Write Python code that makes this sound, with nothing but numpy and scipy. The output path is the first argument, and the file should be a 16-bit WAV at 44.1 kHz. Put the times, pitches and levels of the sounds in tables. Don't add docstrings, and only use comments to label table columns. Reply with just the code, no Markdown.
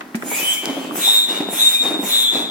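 import sys
import numpy as np
from scipy import signal
from scipy.fft import rfft, irfft
from scipy.io import wavfile

SR = 44100
rng = np.random.default_rng(int(sys.argv[2]) if len(sys.argv) > 2 else 0)


def output_pcm(signal):
    pcm = np.clip(np.atleast_2d(signal).T, -1, 1) * 32767
    wavfile.write(sys.argv[1], SR, np.round(pcm).astype(np.int16))


N = 110250


def valve_jet(t, hose_hz, hose_db):
    # (time [s], level [dB], pitch [Hz], spread [Hz])
    whistles = [
        [(.3, -33, 2200, 58), (.33, -26.5, 2290, 90), (.39, -24.5, 2510, 190), (.425, -29, 2930, 250),
         (.46, -20.5, 3110, 258), (.495, -16.5, 3070, 116), (.53, -18.5, 3200, 130), (.55, -42, 3280, 250)],
        [(.565, -32, 2210, 37.7), (.582, -26, 2324, 40)],
        [(1., -33, 3850, 500), (1.04, -16.5, 3770, 450), (1.09, -9, 3645, 100), (1.13, -15, 3740, 198),
         (1.19, -14.5, 3670, 101), (1.23, -20, 3730, 257)],
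        [(1.57, -28, 3400, 230), (1.6, -14.5, 3740, 240), (1.63, -10, 3700, 92), (1.655, -11.5, 3730, 26),
         (1.685, -9, 3668, 23), (1.735, -21, 3635, 23), (1.78, -32, 3700, 40), (1.82, -13.5, 3740, 20),
         (1.87, -23.5, 3630, 21)],
        [(1.75, -27, 2470, 40), (1.79, -31.5, 2400, 40)],
        [(2.09, -27, 3730, 694), (2.125, -14, 3800, 700), (2.16, -12.5, 3750, 415), (2.2, -16, 3680, 334),
         (2.26, -17, 3550, 335), (2.3, -13.5, 3500, 110), (2.325, -35, 3700, 200), (2.36, -16.5, 3900, 110)],
    ]
    reach_hz, steepness, edge_s = 484, 1.24, 0.0039
    drive = np.zeros((len(hose_hz), len(t)))
    for rows in whistles:
        times, *columns = np.transpose(rows)
        db, pitch, spread = (np.interp(t, times, c) for c in columns)
        away = hose_hz[:, None] - pitch
        share = amp(hose_db)[:, None] / (1 + (away / spread) ** 2) ** steepness
        share *= np.exp(-(away / reach_hz) ** 4)
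        fade = np.exp(-abs(t - np.clip(t, times[0], times[-1])) / edge_s)
        drive += share / np.linalg.norm(share, axis=0) * amp(db) * fade
    return drive


def whistle():
    # (pitch [Hz], level [dB])
    resonances = [(2229, 2), (2335, -2), (2430, 0), (2556, 3), (2989, -1), (3094, 1), (3216, -7),
                  (3340, -3), (3455, 3), (3580, -3), (3688, 2), (3792, -1), (3912, -5), (4030, 2)]
    linger_s, left_lag_s = 1.17, 0.000095
    beat_depth, beat_share, dip_s = .4, .00423, 1.787
    hose_hz, hose_db = np.transpose(resonances)
    t, now = np.arange(0, N / SR, 1 / 1000), np.arange(N) / SR
    drive = valve_jet(t, hose_hz, hose_db)
    kept = decay(t[1], linger_s) ** 2
    linger = np.sqrt(signal.lfilter([1 - kept], [1, -kept], drive ** 2))
    direct = echo = 0
    for hz, driven, lingering in zip(hose_hz, drive, linger):
        tone = np.exp(2j * np.pi * (hz * now + rng.random()))
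        rough = (hose_hz[-1] / hz) ** 2.9
        stereo = np.exp(-2j * np.pi * hz * left_lag_s * np.array([[1], [0]]))
        flutter = 0.087 * wander(rate_hz=7) + 0.29 * wander(rate_hz=48.5)
        direct += np.interp(now, t, driven) * tone * unit(stereo + rough * flutter)
        drift = 0.47 * wander(rate_hz=14.3 * rough)
        beat = 1 - beat_depth * np.exp(2j * np.pi * beat_share * hz * (now - dip_s))
        echo += np.interp(now, t, lingering) * tone * unit(1j * stereo * beat + drift)
    swing = np.interp(now, t, np.linalg.norm(drive, axis=0)) + 1e-6
    direct *= (.5 + .5 * abs(direct / swing) ** 2) ** -.3
    echo_gain, side_gains = amp(-1.5), amp([[-0.5], [-2.1]])
    doubled = (direct ** 2 + echo_gain * echo ** 2).real
    octave = amp(-33) * unit(band(doubled, hz=7600, width_hz=1400))
    return np.sqrt(2) * side_gains * (direct + echo_gain * echo).real + hall(octave, wet_db=-11)


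def push_air():
    # (start [s], rise [s], hold [s], level [dB])
    pushes = [(.19, 0.19, 0.16, 3.5), (.905, 0.12, 0.16, 4.5), (1.47, 0.099, 0.18, 3.5),
              (1.97, 0.12, 0.14, 2.35)]
    # (frequency [Hz], level [dB])
    hiss = [(3000, -69), (4500, -12), (5000, -1.5), (6600, 1.5), (7500, 9), (8700, 2), (9700, 6.5),
            (11900, 1.5), (14500, 5.5), (16200, -4.5)]
    # (frequency [Hz], level [dB])
    rush = [(200, -13), (500, 1), (900, 0.5), (1500, -1), (2400, 3.5), (3200, 0.5), (4400, -5), (6000, -80)]
    hose_echo_s = .0087
    jet = amp(-28) * patchy(noise(hiss)) + amp(-36.5) * noise(rush)
    jet += .15 * np.roll(jet, round(hose_echo_s * SR), 1)
    return jet * swells(pushes)


def refill_air():
    # (start [s], rise [s], hold [s], level [dB])
    refills = [(.6, 0.037, 0.23, -3), (1.26, 0.043, 0.083, 1), (1.79, 0.056, 0.046, 2),
               (2.3, 0.041, 0.058, 1)]
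    # (frequency [Hz], level [dB])
    draught = [(120, -39), (250, 0), (600, -0.5), (1000, -2.5), (1500, -7.5), (2500, -11.5), (5000, -16),
               (15000, -20)]
    # (frequency [Hz], level [dB])
    hiss = [(1200, -12), (2500, 10), (5000, -3), (7000, 3.5), (11000, -3), (15000, -24)]
    return (amp(-37.5) * noise(draught) + amp(-42.5) * patchy(noise(hiss))) * swells(refills)


def patchy(x):
    depth_db, patch_hz, patch_s = 5, 400, 0.069
    hz, t, spectra = signal.stft(x, SR, nperseg=1024)
    field = np.fft.fft2(rng.standard_normal(spectra.shape[1:]))
    field *= np.exp(-(np.fft.fftfreq(len(hz), hz[1])[:, None] * patch_hz) ** 2)
    field *= np.exp(-(np.fft.fftfreq(len(t), t[1]) * patch_s) ** 2)
    patches = amp(depth_db * unit(np.fft.ifft2(field).real))
    return unit(signal.istft(spectra * patches, SR, nperseg=1024)[1][:, :N])


def fold_thumps():
    # (time [s], level [dB], pitch [Hz], slap compared with ring [dB])
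    snaps = [(0.146, -7, 229, -20), (.255, -16.5, 250, -36), (.314, -25, 322, 0.5), (.691, -12, 275, -9),
             (.765, -17, 306, -5.5), (0.778, -13.5, 261, -39), (0.871, -16, 266, -48),
             (.916, -15.5, 295, -12), (.977, -22, 411, 0.5), (1.401, -8.5, 289, -10.5),
             (1.483, -36.5, 303, 14.5), (1.528, -18, 324, -5), (1.851, -15, 271, -4.5),
             (1.906, -14, 287, -10.5), (1.991, -9.5, 286, -35), (2.028, -18.5, 260, -3),
             (2.346, -16.5, 270, -12), (2.393, -14.5, 298, -22)]
    # (pitch [ratio], level [dB], fade time [s])
    tones = [(1, -4, 0.11), (0.91, -27, 0.25)]
    # (frequency [Hz], level [dB])
    slap_colour = [(30, -19), (110, -16), (220, 1.5), (450, 1), (750, -1.5), (1200, -15), (2500, -16),
                   (8000, -45)]
    out, t = np.zeros((2, N)), np.arange(SR // 5) / SR
    rise_s = 0.0041
    for start, db, hz, slap_db in snaps:
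        ring = sum(amp(tone_db) * decay(t, fade_s) * np.sin(2 * np.pi * hz * ratio * t)
                   for ratio, tone_db, fade_s in tones)
        slap = amp(slap_db) * noise(slap_colour, len(t)) * decay(t, fade_s=0.11)
        add(out, start, amp(db) * np.minimum(t / rise_s, 1) * (ring + slap))
    return out


def crumple():
    # (start [s], rise [s], hold [s], level [dB])
    spells = [(.17, 0.056, 0.23, -1), (.6, 0.08, 0.33, 0), (1.24, 0.11, 0.15, -2), (1.8, 0.12, 0.15, 3.5),
              (2.3, 0.065, 0.31, -1)]
    # (frequency [Hz], level [dB])
    crease_colour = [(100, -58), (135, -10), (180, -1), (255, 2.5), (330, 1.5), (420, 0), (520, -8.5),
                     (700, -6.5), (1100, -14), (2500, -23.5), (9000, -85)]
    creases_per_s, spread_db = 240, 2
    hits = rng.random(N) < creases_per_s / SR
    sizes = amp(spread_db * np.minimum(rng.exponential(1, N), 3))
    creases = hits * sizes * rng.choice([-1, 1], (2, N))
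    return amp(-34) * colour(creases, crease_colour) * swells(spells)


def plastic_ticks():
    # (time [s], level [dB], centre [Hz], width [Hz], fade time [s])
    ticks = [(.008, -24, 1440, 2140, 0.062), (0.1455, -24, 1770, 1500, 0.063),
             (0.153, -29.5, 7700, 12100, 0.083), (0.2235, -21, 1480, 1070, 0.038),
             (.315, -25.5, 805, 517, 0.13), (0.6563, -14, 4170, 9600, 0.014),
             (0.909, -25, 1130, 434, 0.047), (0.956, -23.5, 1230, 2200, 0.039),
             (1.074, -23.5, 784, 395, 0.12)]
    out, t = np.zeros((2, N)), np.arange(SR // 5) / SR
    for start, db, hz, width_hz, fade_s in ticks:
        burst = unit(band(rng.standard_normal((2, len(t))), hz, width_hz))
        add(out, start, amp(db) * burst * decay(t, fade_s))
    return out


def hall(x, wet_db):
    # (frequency [Hz], fade time [s])
    fades = [(100, 0.11), (300, 0.53), (1000, 1), (3500, 0.72), (8000, 0.39), (16000, 0.38)]
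    echoes = rng.standard_normal((2, SR)) * (np.arange(SR) > SR // 150)
    hz, t, spectra = signal.stft(echoes, SR, nperseg=256)
    tail = signal.istft(spectra * decay(t, read(fades, hz)[:, None]), SR, nperseg=256)[1]
    return x + amp(wet_db) * signal.fftconvolve(x, tail / np.linalg.norm(tail[0]), axes=1)[:, :N]


def background():
    # (frequency [Hz], level [dB])
    room_colour = [(25, 18.5), (70, 6), (120, -6.5), (260, 16.5), (500, 0.5), (1200, 1), (3000, -13),
                   (16000, -19)]
    return amp(-38) * noise(room_colour)


def swells(strokes):
    from_db, sag_db_per_s, release_db_per_s = -29.5, -19.5, -200
    t, total = np.arange(N) / SR, 0
    for start, rise, hold, db in strokes:
        onset = from_db * np.maximum(1 - (t - start) / rise, 0) ** 2
        sag = sag_db_per_s * np.clip(t - start - rise, 0, hold)
        release = release_db_per_s * np.maximum(t - start - rise - hold, 0)
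        total += amp(db + onset + sag + release)
    return unit(total)


def colour(x, spectrum):
    # (frequency [Hz], likeness [-1 to 1])
    likeness = [(60, -0.15), (200, 1), (380, 0.85), (700, 0.94), (1300, 0.13), (2400, 0.57), (4400, 0.57),
                (8000, -0.38), (15000, 0.026)]
    # (frequency [Hz], left minus right [dB])
    balance = [(60, -0.5), (280, -1.5), (650, 0), (1400, 2.5), (3000, 3), (7500, -1), (14000, 1.5)]
    hz = np.fft.rfftfreq(x.shape[1], 1 / SR)
    left, other = rfft(x)
    alike = np.clip(read(likeness, hz), -1, 1)
    right = alike * left + np.sqrt(1 - alike ** 2) * other
    gain = amp(read(spectrum, hz) + np.outer([.5, -.5], read(balance, hz)))
    return unit(irfft(np.array([left, right]) * gain, x.shape[1]))


def noise(spectrum, size=N):
    return colour(rng.standard_normal((2, size)), spectrum)


def band(x, hz, width_hz):
    f = np.fft.rfftfreq(x.shape[-1], 1 / SR)
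    return irfft(rfft(x) / (1 + (2 * (f - hz) / width_hz) ** 2), x.shape[-1])


def wander(rate_hz, size=2048):
    f = np.fft.fftfreq(size, N / SR / size)
    draws = rng.standard_normal((2, size)) + 1j * rng.standard_normal((2, size))
    curves = unit(np.fft.ifft(draws * np.exp(-(f / rate_hz) ** 2)))
    return np.array([np.interp(np.linspace(0, size - 1, N), np.arange(size), c) for c in curves])


def decay(t, fade_s):
    return amp(-60 * t / fade_s)


def amp(db):
    return 10 ** (np.asarray(db) / 20)


def unit(x):
    return x / np.sqrt(np.mean(abs(x) ** 2) + 1e-20)


def read(points, hz):
    f, value = np.transpose(points)
    return np.interp(np.log(hz + 1), np.log(f + 1), value)


def add(mix, start_s, sound):
    part = mix[:, round(start_s * SR):][:, :sound.shape[-1]]
    part += sound[..., :part.shape[1]]


def scene():
    air = hall(push_air() + refill_air(), wet_db=-5.5)
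    bellows = hall(fold_thumps() + crumple() + plastic_ticks(), wet_db=-10.5)
    return whistle() + air + bellows + background()


def record(dry):
    low_hz, high_hz = 145, 16300
    x = signal.sosfilt(signal.butter(2, low_hz, "high", fs=SR, output="sos"), dry)
    return signal.oaconvolve(x, signal.firwin(511, high_hz, window=("kaiser", 9), fs=SR)[None], "same")


dry = scene()
out = record(dry)
output_pcm(out)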